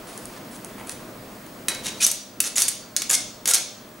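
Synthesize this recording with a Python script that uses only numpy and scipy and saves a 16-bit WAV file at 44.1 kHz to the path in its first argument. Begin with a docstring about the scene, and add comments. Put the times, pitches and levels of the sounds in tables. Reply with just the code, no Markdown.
"""A fork picks and scrapes garlic off a metal garlic press, over a bowl on a kitchen table.
The tines strike with a crack and a steely ring, judder across the press in tiny slips and squeal
where they catch. Soft handling clicks and rubs lead in. A small live kitchen answers each contact,
over a bed of low room noise, faint hum and a thin electrical whine."""
import sys
import numpy as np
from scipy import signal
from scipy.fft import rfft, irfft
from scipy.io import wavfile
from scipy.ndimage import uniform_filter1d

SR = 44100
rng = np.random.default_rng(int(sys.argv[2]) if len(sys.argv) > 2 else 0)


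def to_wav(sig):
    """Store sig (one row per channel, or 1-D mono) as 16-bit WAV at the path in sys.argv[1].

    Samples outside -1..1 are clipped; the rate is SR.
    """
    pcm = np.clip(np.atleast_2d(sig), -1, 1) * 32767
    pcm = np.round(pcm).astype(np.int16)
    wavfile.write(sys.argv[1], SR, pcm.T)  # frames by channels


N = 176400


def amp(db):
    """Decibels to gain."""
    return 10 ** (np.asarray(db) / 20)


def unit_rms(x):
    """Scales to an rms of one."""
    return x / np.sqrt(np.mean(x ** 2) + 1e-20)


def curve_at(points, hz):
    """Reads a curve along log frequency."""
    freqs, values = np.transpose(points)
    return np.interp(np.log(hz + 1), np.log(freqs), values)


def add(mix, start_s, sound):
    """Drops a sound into the mix."""
    part = mix[max(round(start_s * SR), 0):][:len(sound)]
    part += sound[:len(part)]


def eq(x, points):
    """Filters by a curve of (frequency [Hz], gain [dB])."""
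    hz = np.fft.rfftfreq(2 * len(x), 1 / SR)
    return irfft(rfft(x, 2 * len(x)) * amp(curve_at(points, hz)))[:len(x)]


def drift(n, size):
    """Random modulation of rms one, smoothed over size samples."""
    return unit_rms(uniform_filter1d(uniform_filter1d(rng.standard_normal(n), size), size))


def burst(envelope):
    """Enveloped noise with its spectrum evened out."""
    spectrum = rfft(np.pad(rng.standard_normal(len(envelope)) * envelope, (0, len(envelope))))
    power = uniform_filter1d(abs(spectrum) ** 2, size=len(spectrum) // 20)
    flat = irfft(spectrum / np.sqrt(power + 1e-20))[:len(envelope)]
    return flat * np.linalg.norm(envelope) / np.linalg.norm(flat)


def voice(x, colour, edges, band_db, length_s=0.002):
    """Colours a contact, then rides each band toward its level, taken as energy over length_s."""
    hz = np.fft.rfftfreq(2 * len(x), 1 / SR)
    spectrum = rfft(x, 2 * len(x)) * amp(curve_at(colour, hz))
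    gains = []
    for lo, hi, db in zip(edges, edges[1:], band_db):
        power = np.sum(abs(spectrum[(hz >= lo) & (hz < hi)]) ** 2) / (len(x) * length_s * SR)
        gains.append(((lo + hi) / 2, db - 10 * np.log10(power + 1e-20)))
    return irfft(spectrum * amp(curve_at(gains, hz)))[:len(x)]


# Colour of the room tone: (frequency [Hz], relative level [dB])
ROOM_TONE_EQ = [(15, -45), (25, -9.5), (76, -16), (114, -4), (175, -7.5), (205, 0.5), (480, -9.5),
                (520, -5), (563, -12.5), (627, -7.5), (862, -15), (1040, -12.5), (2940, -24), (3350, -24.5),
                (14500, -29)]
# Fader ride on the room tone: (time [s], level [dB])
ROOM_TONE_RIDE = [(0, -40), (.9, -40.5), (1.3, -41), (1.65, -41), (1.9, -39), (2.2, -45.5), (2.7, -46),
                  (3.2, -43.5), (3.6, -46), (4, -44)]


def room_tone(patch_db=1):
    """A soft, dark, slightly patchy noise bed."""
    spectra = signal.stft(rng.standard_normal(N), nperseg=1024)[2]
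    patches = uniform_filter1d(rng.standard_normal(spectra.shape), size=10, axis=0)
    patches = unit_rms(uniform_filter1d(patches, size=7, axis=1))
    noise = signal.istft(spectra * amp(patch_db * patches))[1][:N]
    level_db = np.interp(np.arange(N) / SR, *np.transpose(ROOM_TONE_RIDE))
    return unit_rms(eq(noise, ROOM_TONE_EQ)) * amp(level_db)


# Faint hums in the bed: (pitch [Hz], level [dB])
HUM_TONES = [(206, -65.5), (611, -57.5)]


def hum_and_whine(waver_hz=3.12, whine_hz=15625, whine_db=-57.5):
    """Two wavering hums under a steady electrical whine."""
    hum = np.zeros(N)
    for hz, db in HUM_TONES:
        pitch = hz + waver_hz * drift(N, size=3000)
        hum += amp(db) * np.sin(2 * np.pi * np.cumsum(pitch) / SR)
    whine = amp(whine_db) * np.sin(2 * np.pi * whine_hz * np.arange(N) / SR)
    return np.sqrt(2) * (hum + whine)


# Decay of the kitchen: (frequency [Hz], t60 [s])
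TAIL_DECAY = [(300, 1.21), (1300, 0.3065), (3500, 0.63), (6000, 0.54), (9200, 0.38), (15000, 0.14)]
# EQ on the reverb tail: (frequency [Hz], gain [dB])
TAIL_EQ = [(300, -6), (1500, -3.5), (4500, -7.5), (8000, -10), (14000, -5.5)]


def reflections(early_db=-11.5, early_decay_s=0.024):
    """Impulse response: quick echoes off table and bowls, then the kitchen's tail."""
    t = np.arange(SR) / SR
    density, predelay_s = [[.1], [.2]], [[.0015], [.006]]  # early, late
    early, late = rng.standard_normal((2, SR)) * (rng.random((2, SR)) < density) * (t > predelay_s)
    early *= np.exp(-t / early_decay_s)
    hz, age, spectra = signal.stft(late, SR, nperseg=256)
    decay = np.exp(-np.log(1000) * age / curve_at(TAIL_DECAY, hz)[:, None])
    tail = signal.istft(spectra * decay, SR)[1][:SR]
    return eq(tail / np.linalg.norm(tail), TAIL_EQ) + amp(early_db) * early / np.linalg.norm(early)


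def kitchen_reverb(send, patterns=5, move_s=.09):
    """The hands move, so the send crossfades round a loop of echo patterns."""
    out, position = np.zeros(N), np.arange(N) / SR / move_s
    for k in range(patterns):
        distance = abs((position - k + patterns / 2) % patterns - patterns / 2)
        crossfade = np.cos(np.pi / 2 * np.minimum(distance, 1))
        out += signal.oaconvolve(send * crossfade, reflections())[:N]
    return out


# Low, mid and high bands of ticks and strikes: (edge [Hz])
HIT_BANDS = [800, 3500, 7500, 14000]
# Colour of a hand-damped contact: (frequency [Hz], relative gain [dB])
DAMPED_EQ = [(100, -48), (500, -10), (1500, -6.5), (6000, 7), (10800, 9), (12500, -14), (15500, -20)]
# Light handling clicks: (time [s], low [dB], mid [dB], high [dB])
TICK_CUES = [(0.1772, -52, -39, -29.5), (0.2556, -70, -38.5, -29.5), (.6470, -69, -37, -30),
             (.8720, -67, -46, -34), (.8950, -34, -29, -26.5), (1.4650, -53, -51, -43)]


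def handling_ticks(decay_s=0.00072):
    """Small clicks of the tools, damped by the hand."""
    out, t = np.zeros(N), np.arange(SR // 20) / SR
    for start, *band_db in TICK_CUES:
        add(out, start, voice(burst(np.exp(-t / decay_s)), DAMPED_EQ, HIT_BANDS, band_db))
    return out


# Modes of fork and press: (pitch [Hz], relative level [dB], t60 [s])
STEEL_MODES = [(616, -11, 0.059), (1420, -9, 0.092), (2195, -13, 0.23), (2410, -18, 0.043),
               (3445, -14, 0.1), (4290, -9, .2), (4660, -8, 0.26), (5280, -23, 0.2), (5860, -19, .16),
               (6010, -9, 0.2), (6610, 2, 0.048), (8500, 1, .07), (8760, -5, .05), (10630, 5, 0.051)]


def steel_ring(spread_db=1.5, grip_detune=0.0033):
    """The steel's modes ring out; balance and tuning shift with the spot touched and the grip."""
    t = np.arange(SR // 3) / SR
    ring = np.zeros(len(t))
    for hz, db, t60 in STEEL_MODES:
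        envelope = amp(db + spread_db * rng.standard_normal()) * np.exp(-np.log(1000) * t / t60)
        pitch = hz * (1 + grip_detune * rng.standard_normal())
        ring += envelope * np.sin(2 * np.pi * (pitch * t + rng.random()))
    return ring


# Body, low, mid and high bands of rubs and scrapes: (edge [Hz])
FRICTION_BANDS = [400, 1200, 3800, 7500, 14000]


def friction(strokes, colour, slips_per_s=2600, spread_db=2.5, slip_decay_s=0.00087, ring_db=-30.5):
    """Each stroke is a run of uneven slips; every slip spits a puff of noise and rings the metal."""
    out, t = np.zeros(N), np.arange(SR // 2) / SR
    pole = np.exp(-2 / (slip_decay_s * SR))
    for start, length, swell_db, *band_db in strokes:
        slipping = (t < length) * (rng.random(len(t)) < slips_per_s / SR)
        accent_db = spread_db * np.minimum(rng.exponential(1, len(t)), 3)
        slips = slipping * amp(accent_db + swell_db * np.minimum(t / length, 1))
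        puff_power = signal.lfilter([1], [1, -pole], slips ** 2 + 1e-20)
        grit = burst(np.sqrt(puff_power))
        ring = amp(ring_db) * signal.fftconvolve(slips, steel_ring())[:len(t)]
        add(out, start, voice(grit + ring, colour, FRICTION_BANDS, band_db, length))
    return out


# Soft rubs: (time [s], length [s], swell [dB], body [dB], low [dB], mid [dB], high [dB])
RUB_CUES = [(.07, 0.2, -9, -56, -54.5, -54.5, -52), (.22, 0.16, 21, -56, -55.5, -57, -63),
            (.51, 0.056, 5, -66, -59, -53, -48), (.780, 0.0358, 2, -43.5, -44.5, -61, -52),
            (.865, .06, 8, -55, -50, -49.5, -40.5), (1.90, 0.11, 9, -58, -56, -52.5, -56)]


def rubs():
    """Hands, tools and mince slide softly against each other."""
    return friction(RUB_CUES, DAMPED_EQ)


# A part left free rings on: (time [s], pitch [Hz], level [dB], t60 [s])
CLINK_CUES = [(.179, 4950, -53, 0.33), (1.684, 3940, -28.5, 0.19), (1.684, 3990, -37, 0.22),
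              (1.684, 3860, -32, .18), (1.683, 1554, -41, .3), (1.684, 2560, -34, .05),
              (1.858, 3760, -30, .12), (1.885, 4620, -41, .22), (2.403, 2642, -19.5, 0.032),
              (2.620, 4480, -29, .2), (3.135, 2128, -26.5, 0.1), (3.511, 1398, -30, 0.16)]


def clinks(flutter_depth=0.49):
    """Single modes of a tine or of the press die away, fluttering as the grip shifts."""
    out, t = np.zeros(N), np.arange(SR // 2) / SR
    for start, hz, db, t60 in CLINK_CUES:
        flutter = 1 + flutter_depth * (drift(len(t), size=200) + 1j * drift(len(t), size=200))
        tone = (flutter * np.exp(2j * np.pi * hz * t)).imag
        add(out, start, amp(db) * np.exp(-np.log(1000) * t / t60) * tone)
    return out


# A tine catches: (time [s], length [s], pitch [Hz], level [dB])
SQUEAL_CUES = [(2.001, 0.01, 2440, -28.5), (2.032, 0.0092, 5760, -23), (2.045, 0.0058, 6050, -9.5),
               (2.562, 0.0031, 6800, -15), (2.681, 0.0044, 9000, -18), (3.096, 0.0071, 7100, -16),
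               (3.108, 0.0041, 7240, -29), (3.110, 0.0032, 10750, -18), (3.484, 0.0056, 6750, -18),
               (3.508, 0.0051, 8770, -17)]


def squeals(waver_depth=0.021, release_s=0.0017):
    """A caught tine sings on a wavering pitch, swelling until it slips free."""
    out, t = np.zeros(N), np.arange(SR // 20) / SR
    for start, length, hz, db in SQUEAL_CUES:
        cycles = np.cumsum(hz * (1 + waver_depth * drift(len(t), size=30))) / SR
        swell = np.minimum(t / length, 1) ** .5
        release = np.exp(-np.maximum(t - length, 0) / release_s)
        add(out, start, amp(db) * swell * release * np.sqrt(2) * np.sin(2 * np.pi * cycles))
    return out


# Rasp of steel on steel: (frequency [Hz], relative gain [dB])
SCRAPE_EQ = [(100, -29), (350, -18.5), (600, -7.5), (950, -10), (1400, -1.5), (3500, 2.5), (4900, -2),
             (6100, 3), (7600, 0.5), (10800, 0.5), (12000, -8.5), (15500, -19.5)]
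# Fork drags: (time [s], length [s], swell [dB], body [dB], low [dB], mid [dB], high [dB])
SCRAPE_CUES = [(1.690, 0.079, -10, -45.5, -48, -42, -60), (1.835, 0.034, 14, -56, -38.5, -33.5, -34.5),
               (1.867, 0.027, 2, -60, -36, -33, -40), (2.003, 0.032, 9, -52, -29.5, -22.5, -27.5),
               (2.029, .023, 5, -45, -38, -20.5, -21.5), (2.068, 0.017, -6, -49, -49, -31.5, -28),
               (2.438, 0.04, 9, -48.5, -41.5, -30, -33), (2.557, .024, 1, -48, -37, -27.5, -26.5),
               (2.582, 0.044, 1, -46, -38, -27.5, -24.5), (2.682, 0.0089, -2, -59, -41, -26, -20),
               (3.094, .037, 3, -39, -37.5, -29.5, -24), (3.132, 0.023, 3.5, -48, -34.5, -18, -21),
               (3.472, 0.049, -1, -39, -37.5, -25.5, -23), (3.538, 0.019, 2, -42, -30, -21.5, -19.5),
               (3.556, 0.015, 10, -45, -37, -22.5, -59)]


def scrapes():
    """The tines judder across the press in short, gritty strokes."""
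    return friction(SCRAPE_CUES, SCRAPE_EQ)


# Bright colour of a knock on steel: (frequency [Hz], relative gain [dB])
STRIKE_EQ = [(100, -24), (350, -19), (600, -19.5), (950, -19.5), (1400, -13), (3000, -5.5), (4800, 2),
             (6300, 8), (10800, 8.5), (12200, 4.5), (15500, -6)]
# Fork hits: (time [s], crack decay [s], low [dB], mid [dB], high [dB])
STRIKE_CUES = [(1.6831, 0.00074, -17, -17.5, -15), (1.7475, 0.00077, -31, -28.5, -32.5),
               (2.0647, .0008, -25, -14.5, -11), (2.1133, 0.0023, -35, -19.5, -17),
               (2.4024, 0.0029, -24, -14.5, -9.5), (2.4399, 0.0018, -30, -25, -39),
               (2.5719, 0.002, -25.5, -34, -29), (2.5804, .0006, -21, -11.5, -17),
               (2.6023, 0.0026, -38, -34, -18), (2.619, 0.00054, -30, -9.5, -13.5),
               (2.6812, 0.001, -25, -20, -21), (2.964, 0.00062, -24.5, -9.5, -17),
               (3.0181, 0.0045, -24.5, -18, -24), (3.1007, 0.0011, -19.5, -22, -22),
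               (3.109, 0.0028, -37, -15, -18), (3.1246, 0.0009, -44, -32, -30),
               (3.4553, 0.0039, -23, -18, -21.5), (3.4742, 0.0035, -23.5, -20, -15.5),
               (3.4905, 0.0027, -42, -35, -23), (3.5, 0.0016, -42, -24, -20),
               (3.511, 0.0022, -26, -18, -20), (3.5353, .001, -26, -9.5, -15),
               (3.5432, 0.0018, -30, -15, -12.5)]


def strikes(attack_s=0.00024, rattle_s=0.0063, rattle_db=-15, ring_db=-24, lag_s=.0008):
    """The fork knocks against the press: a crack, a brief rattle, then the ring."""
    out = np.zeros(N)
    for start, crack_s, *band_db in STRIKE_CUES:
        ring = amp(ring_db) * steel_ring()
        t = np.arange(len(ring)) / SR
        attack = 1 - np.exp(-t / attack_s)
        decay = np.exp(-t / crack_s) + amp(rattle_db) * np.exp(-t / rattle_s)
        add(out, start + lag_s, voice(burst(attack * decay) + ring, STRIKE_EQ, HIT_BANDS, band_db))
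    return out


# Stereo width of the reverb: (frequency [Hz], side over mid [dB])
REVERB_WIDTH = [(200, -43), (700, -14.5), (1500, -10.5), (4000, -6), (7000, -7), (11000, -17), (15000, -52)]
# Stereo width of the room tone: (frequency [Hz], side over mid [dB])
ROOM_TONE_WIDTH = [(60, -30), (180, -25.5), (550, -9.5), (1650, -4), (4970, -4.5), (15000, -30.5)]


def scene(squeal_send_db=-6.5, direct_side_db=-25, side_delay_s=.0007):
    """The tools sit in the centre; the room and nearby surfaces give width."""
    contacts = strikes() + clinks() + handling_ticks() + scrapes() + rubs()
    squealing = squeals()
    direct = contacts + squealing
    send = contacts + amp(squeal_send_db) * squealing
    mid = direct + kitchen_reverb(send) + room_tone() + hum_and_whine()
    side = eq(kitchen_reverb(send), REVERB_WIDTH) + eq(room_tone(), ROOM_TONE_WIDTH)
    add(side, side_delay_s, amp(direct_side_db) * direct)
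    return np.array([mid + side, mid - side])


def record(dry, cutoff_hz=16000):
    """Master chain: a hard clip at full scale, then a steep low-pass."""
    lowpass = signal.firwin(511, cutoff_hz, window=("kaiser", 9), fs=SR)
    return signal.oaconvolve(np.clip(dry, -1, 1), lowpass[None], "same")


dry = scene()
out = record(dry)
to_wav(out)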